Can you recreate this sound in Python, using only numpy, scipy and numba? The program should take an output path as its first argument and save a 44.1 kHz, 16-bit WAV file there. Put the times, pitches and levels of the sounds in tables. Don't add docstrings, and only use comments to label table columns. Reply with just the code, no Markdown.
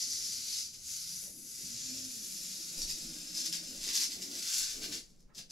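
import sys
import numpy as np
from scipy import signal
from scipy.fft import rfft, irfft
from scipy.io import wavfile
from scipy.ndimage import uniform_filter1d
from numba import njit

SR = 44100
rng = np.random.default_rng(int(sys.argv[2]) if len(sys.argv) > 2 else 0)


def to_wav(s):
    ch = np.atleast_2d(s).T
    pcm = np.round(np.clip(ch, -1, 1) * 32767)
    wavfile.write(sys.argv[1], SR, pcm.astype(np.int16))


N = 243255
T = np.arange(N) / SR

# (frequency [Hz], spectrum level [dB])
FILM_COLOUR = [(500, -39), (980, -30), (1450, -18), (2200, -16.5), (3400, -8.5), (4400, -3), (5000, 0.5),
               (6600, -4), (7600, -4), (8250, -9.5), (9800, -11.5), (10600, -9), (13600, -16.5),
               (15000, -28.5)]
# (frequency [Hz], spectrum level [dB])
TAUT_FILM_COLOUR = [(500, -47), (950, -47), (1450, -30), (2500, -7), (3300, -25), (4450, 2), (5100, 3),
                    (6600, 6.5), (7700, -11), (8300, -4), (9900, 0), (10650, 6), (12200, 1), (15000, -29)]
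# (time [s], share [0-1])
TAUT_SHARE = [(0, 0.3), (1.3, 0.37), (3.4, 0.05)]
# (time [s], frequency [Hz])
RING = [(0, 5600), (.56, 4680), (.92, 7050), (1.08, 4840), (1.22, 7340), (2.3, 6030), (4.6, 6370),
        (5.5, 5940)]
# (time [s], level [dB])
SHEEN = [(0, -11), (1.06, -8), (1.36, 0.5), (1.8, -12.5), (2.25, -3.5), (2.6, -6.5), (4.45, -6), (5.5, -7)]
PULL_JERK, TUG_JERK = .24, .62
WAVER_DB, WAVER_JERK_DB = .5, .5
TUG_SAG_HZ, SHEEN_TUG_DB = 630, -1
BODY_SHORT_DB, BODY_LONG_DB = -16, -7
KNOCK_DB = -29


def peel():
    gain, tugging, tug_body_db = effort()
    jerk = PULL_JERK + (TUG_JERK - PULL_JERK) * tugging
    slip_power = slips(rate=190, uneven=.3, scatter_db=3.3, fade_s=0.002)
    release = np.sqrt(1 - jerk + jerk * slip_power)
    threads = crackle(rate=13000, scatter_db=2.2)
    waver = undb((WAVER_DB + WAVER_JERK_DB * jerk) * walk(45))
    showers = threads * release * waver

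    taut = np.clip(curves(TAUT_SHARE)[0], 0, 1)
    taut_film = unit(colour(showers, TAUT_FILM_COLOUR))
    slack_film = unit(colour(showers, FILM_COLOUR))
    film = taut * taut_film + (1 - taut) * slack_film

    ring_hz = curves(RING)[0] - TUG_SAG_HZ * tugging
    film = film + 0.74 * resonance(film, ring_hz, width_hz=3400.0)
    body, ring, sheen = (unit(part) for part in split(film, low_hz=3744, high_hz=8460))

    body_db = np.linspace(BODY_SHORT_DB, BODY_LONG_DB, N) + tug_body_db
    sheen_db = curves(SHEEN)[0] + SHEEN_TUG_DB * tugging
    knock = undb(KNOCK_DB + tug_body_db) * tugging * unit(band(showers, lo_hz=950, hi_hz=1610))
    return gain * (ring + undb(body_db) * body + undb(sheen_db) * sheen + knock)


# (time [s], peel level [dB])
PULL = [(0, -37), (.38, -41), (.61, -39.5), (.71, -53), (.8, -52.5), (.9, -40), (1.07, -44.5),
        (1.22, -44.5), (1.32, -55), (1.6, -44), (1.9, -41.5), (2.05, -45.5), (2.65, -44.5), (3.1, -47),
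        (4.28, -49.5), (4.58, -34), (4.8, -49), (4.98, -48), (5.02, -65.5), (5.5, -105)]
# (start time [s], length [s], level [dB], extra mid-range body [dB])
TUGS = [(0, 0.0074, -32.5, -1.5), (0.097, 0.026, -43, -16), (0.46, 0.083, -43, 2), (0.731, 0.013, -50, 12),
        (1.103, 0.067, -48, 2), (2.774, 0.063, -41, -3), (2.879, 0.03, -39, -1.5),
        (3.345, 0.065, -39.5, -4), (3.446, 0.014, -35, -4), (3.521, 0.03, -38, 1.5), (3.814, 0.039, -42, 1),
        (3.868, 0.042, -39, 3.5), (3.936, 0.044, -31, -0.5), (3.996, 0.044, -32, -1),
        (4.108, 0.023, -41, 2), (4.216, 0.012, -38, -1), (4.306, 0.072, -44.5, -1), (4.55, 0.047, -41, -27),
        (4.821, 0.027, -42, 9), (4.912, 0.031, -42.5, 4), (5.094, 0.013, -66.5, -11),
        (5.194, 0.013, -66.5, -12.5), (5.352, .03, -51.5, -5.5), (5.379, 0.0093, -48, 7),
        (5.51, .03, -40.5, -3)]
TUG_ATTACK_S, TUG_RELEASE_S = .005, .017


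def effort():
    tugs = body = 0
    for s, length, db, body_db in TUGS:
        attack = (1 + np.tanh((T - s) / (2 * TUG_ATTACK_S))) / 2
        release = np.exp(-np.maximum(T - s - length, 0) / TUG_RELEASE_S)
        tug = (undb(db) * attack * release) ** 2
        tugs = tugs + tug
        body = body + body_db * tug
    power = undb(curves(PULL)[0]) ** 2 + tugs
    return np.sqrt(power), tugs / power, body / power


def slips(rate, uneven, scatter_db, fade_s, count=3000):
    chance = rng.standard_normal((count, 2))
    gaps = np.exp(uneven * chance[:, 0])
    at = (np.cumsum(gaps) * SR / rate).astype(int)
    inside = at < N
    strength = undb(scatter_db * np.clip(chance[inside, 1], -2, 2)) ** 2
    kicks = np.bincount(at[inside], strength, N)
    power = signal.lfilter([1], [1, -np.exp(-2 / (fade_s * SR))], kicks)
    return power / power.mean()


def crackle(rate, scatter_db):
    happens = rng.random(N) < rate / SR
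    sign = rng.choice([-1, 1], N)
    size = undb(scatter_db * np.clip(rng.standard_normal(N), -2, 2))
    return unit(happens * sign * size)


@njit
def resonance(x, hz, width_hz):
    y, b, l = np.empty(len(x)), 0., 0.
    for i in range(len(x)):
        g, k = np.tan(np.pi * hz[i] / SR), width_hz / hz[i]
        v = (b + g * (x[i] - l)) / (1 + g * (g + k))
        b, l, y[i] = 2 * v - b, l + 2 * g * v, k * v
    return y


# (time [s], level before the shared gain and film colour [dB])
SNAPS = [(0.1334, -24), (0.3346, -27), (1.2384, -29), (2.8414, -26), (2.9108, -25), (3.3633, -27),
         (3.3874, -26), (3.4604, -20), (3.4654, -22), (3.5304, -23), (3.8684, -23), (3.8984, -23),
         (3.9524, -18), (3.9674, -18), (4.3141, -28), (4.5635, -21), (4.8359, -24), (4.8514, -25),
         (4.9217, -26), (5.1023, -52), (5.1627, -56), (5.2066, -50), (5.3892, -32), (5.3924, -31)]
SNAP_GAIN_DB, SNAP_SPRAY, SNAP_FADE_S = 16, .3, .001


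def snaps(size=400):
    out = np.zeros(N + size)
    for (s, db), spray in zip(SNAPS, rng.standard_normal((len(SNAPS), size))):
        burst = SNAP_SPRAY * spray * np.exp(-T[:size] / SNAP_FADE_S)
        burst[0] = 1
        at = int(s * SR)
        out[at:at + size] += undb(db + SNAP_GAIN_DB) * burst / np.linalg.norm(burst)
    return colour(out[:N], FILM_COLOUR)


# (frequency [Hz], relative level [dB])
FLUTTER_COLOUR = [(70, -47), (130, -11), (190, -3.5), (260, -0.5), (350, -4.5), (450, -14.5), (800, -37)]
CRUMPLE_COLOUR = [(250, -7), (420, -2.5), (640, -2.5), (900, -16), (1500, -17.5)]
# (time [s], level [dB])
FLUTTERING = [(0, -70.5), (1.05, -79), (1.5, -69), (2.5, -65), (3.5, -59.5), (4.1, -64), (4.6, -69),
              (5.2, -94)]
# (middle time [s], length [s], level [dB], crumpling against the flap [dB])
FLAPS = [(.3, 1, -71, -1), (1.268, 0.13, -69, 8.5), (1.387, 0.14, -60, -16), (1.627, 0.089, -58, -22),
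         (1.983, 0.27, -60.5, -6), (2.788, 0.22, -61, 2), (3.107, 0.61, -60.5, -26),
         (3.727, 0.16, -57.5, -3.5), (3.888, 0.055, -60, 6), (4.178, .08, -60.5, 4.5),
         (4.311, 0.21, -55.5, -1), (4.865, 0.33, -52.5, -2), (5.381, 0.066, -59, 0)]
FLUTTER_CRUMPLE_DB = -3.5


def strip():
    steady = undb(curves(FLUTTERING)[0] + walk(16))
    flaps = swells((s, length, db) for s, length, db, _ in FLAPS)
    creases = swells((s, length, db + crumple_db) for s, length, db, crumple_db in FLAPS)
    flutter = unit(colour(rng.standard_normal(N), FLUTTER_COLOUR))
    crumple = unit(colour(crackle(rate=700, scatter_db=0.5), CRUMPLE_COLOUR))
    flutter_gain = np.hypot(steady, flaps)
    crumple_gain = np.hypot(undb(FLUTTER_CRUMPLE_DB) * steady, creases)
    return flutter_gain * flutter + crumple_gain * crumple


# (time [s], pitch of the lowest mode [Hz], its level [dB])
THRUM = [(.9, 175, -85), (1.15, 175, -67), (1.5, 240, -72), (1.63, 235, -64), (2.05, 250, -55.5),
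         (2.3, 195, -61.5), (2.6, 177, -58), (3.1, 164, -63), (3.85, 160, -60.5), (4.02, 175, -73.5),
         (4.25, 195, -59), (4.55, 190, -86)]
SECOND_MODE_RATIO, SECOND_MODE_DB = 1.9, -15.5


def thrum(width_hz):
    hz, level_db = curves(THRUM)
    phase = 2 * np.pi * np.cumsum(hz) / SR

    def mode(ratio):
        wander = walk(width_hz) + 1j * walk(width_hz)
        return np.real(wander * np.exp(1j * ratio * phase))

    return undb(level_db) * (mode(1) + undb(SECOND_MODE_DB) * mode(SECOND_MODE_RATIO))


# (middle time [s], length [s], low edge [Hz], high edge [Hz], level [dB])
BRUSHES = [(0.206, 0.63, 49.7, 139, -69), (.9, 0.97, 59, 140, -71), (1.907, 0.71, 62, 124, -60),
           (5.315, 0.078, 453, 1840, -69.5)]


def brushes():
    out = 0
    for s, length, lo_hz, hi_hz, db in BRUSHES:
        rub = unit(band(rng.standard_normal(N), lo_hz, hi_hz))
        out = out + undb(db) * swell(s, length) * rub
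    return out


def travelling(x, count):
    way = np.linspace(0, count - 1, N)
    out = 0
    for k in range(count):
        share = np.cos(np.pi / 2 * np.clip(2 * abs(way - k) - .5, 0, 1)) ** 1.4
        out = out + bedroom(x * share, wet_db=1.5, build_s=0.00047)
    return out


# (frequency [Hz], likeness, held within -1..1)
LIKENESS = [(100, 1.1), (500, 0.85), (1050, -0.77), (2150, 0.76), (3100, -0.64), (4400, 0.77), (6200, 0.49),
            (8300, 0.13), (9400, 0.35), (10500, 0.5), (11600, -0.16), (14000, -1)]
# (frequency [Hz], left minus right [dB])
BALANCE = [(100, -3.5), (700, 1.6), (1300, -5.5), (1900, 1), (2800, 4), (3400, -2), (4300, 1), (5300, 2),
           (5900, -1), (6700, 3.5), (8000, 2.5), (10300, 2.5), (11400, 5.5), (15000, 6.5)]
ROOM_T60_S = 0.23


def bedroom(x, wet_db, build_s, size=16384):
    t = T[:size]
    decay = undb(-60 * t / ROOM_T60_S) * (1 - np.exp(-t / build_s))
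    tails = rng.standard_normal((2, size)) * decay
    mid, side = rfft(tails / np.linalg.norm(tails, axis=1)[:, None])
    alike = np.clip(over_bins(LIKENESS, size), -1, 1)
    mid = mid * np.sqrt((1 + alike) / 2)
    side = side * np.sqrt((1 - alike) / 2)
    wet = undb(wet_db)
    ports = (1 + wet * np.array([mid + side, mid - side])) / np.hypot(1, wet)
    ports = ports * undb(np.outer([1, -1], over_bins(BALANCE, size)) / 2)
    lead = 256
    response = np.roll(irfft(ports), lead, axis=1)
    return signal.fftconvolve(x[None], response, axes=1)[:, lead:lead + N]


# (frequency [Hz], relative level [dB])
DRAUGHT_COLOUR = [(12, 12.5), (24, 15.5), (45, 4), (90, -34), (200, -54)]
# (middle time [s], length [s], level [dB])
GUSTS = [(2.88, 0.25, -48), (3.13, 0.4, -59), (3.79, 0.38, -59), (4.75, 0.44, -58.5), (5.3, 0.96, -60.5)]
STILL_AIR_DB = -71.5


def stirred_air():
    gain = np.hypot(undb(STILL_AIR_DB), swells(GUSTS))
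    return background(DRAUGHT_COLOUR, side_db=-31) * gain


# (frequency [Hz], relative level [dB])
QUIET_COLOUR = [(20, -15), (60, -8), (90, -12), (170, -1), (240, -8), (500, -16.5), (1000, -29),
                (3000, -33.5), (8000, -43), (15000, -46)]


def quiet_house():
    return undb(-69) * background(QUIET_COLOUR, side_db=-3.5)


def background(points, side_db):
    mid, side = (unit(colour(rng.standard_normal(N), points)) for _ in range(2))
    return mid + undb(side_db) * np.outer([1, -1], side)


def undb(db):
    return 10 ** (np.asarray(db) / 20)


def unit(x):
    return x / np.sqrt(np.mean(x ** 2))


def curves(table):
    s, *columns = np.transpose(table)
    return [np.interp(T, s, c) for c in columns]


def over_bins(points, size):
    hz, value = np.transpose(points)
    bins_hz = np.arange(size // 2 + 1) * SR / size
    return np.interp(np.log(bins_hz + 1), np.log(hz), value)


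def colour(x, points, size=4096):
    cepstrum = irfft(np.log(undb(over_bins(points, size))))
    cepstrum[1:size // 2] *= 2
    cepstrum[size // 2 + 1:] = 0
    return signal.fftconvolve(x, irfft(np.exp(rfft(cepstrum))))[:N]


def band(x, lo_hz, hi_hz):
    edges = [lo_hz, min(hi_hz, SR / 2 - 1)]
    return signal.sosfilt(signal.butter(3, edges, "band", fs=SR, output="sos"), x)


def split(x, low_hz, high_hz):
    low, below = (signal.sosfiltfilt(signal.butter(4, hz, fs=SR, output="sos"), x)
                  for hz in (low_hz, high_hz))
    return low, below - low, x - below


def walk(rate):
    k = int(SR / rate)
    steps = np.repeat(rng.standard_normal(N // k + 1), k)
    return unit(uniform_filter1d(steps, k)[:N])


def swell(s, length):
    return np.cos(np.pi * np.clip((T - s) / length, -.5, .5))


def swells(table):
    return sum(undb(db) * swell(s, length) for s, length, db in table)


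def scene():
    film = peel() + snaps() + strip() + thrum(width_hz=34) + brushes()
    return travelling(film, count=9) + stirred_air() + quiet_house()


TOP_HZ = 15700


def record(dry):
    return signal.sosfilt(signal.ellip(10, .2, 70, TOP_HZ, fs=SR, output="sos"), dry)


dry = scene()
out = record(dry)
to_wav(out)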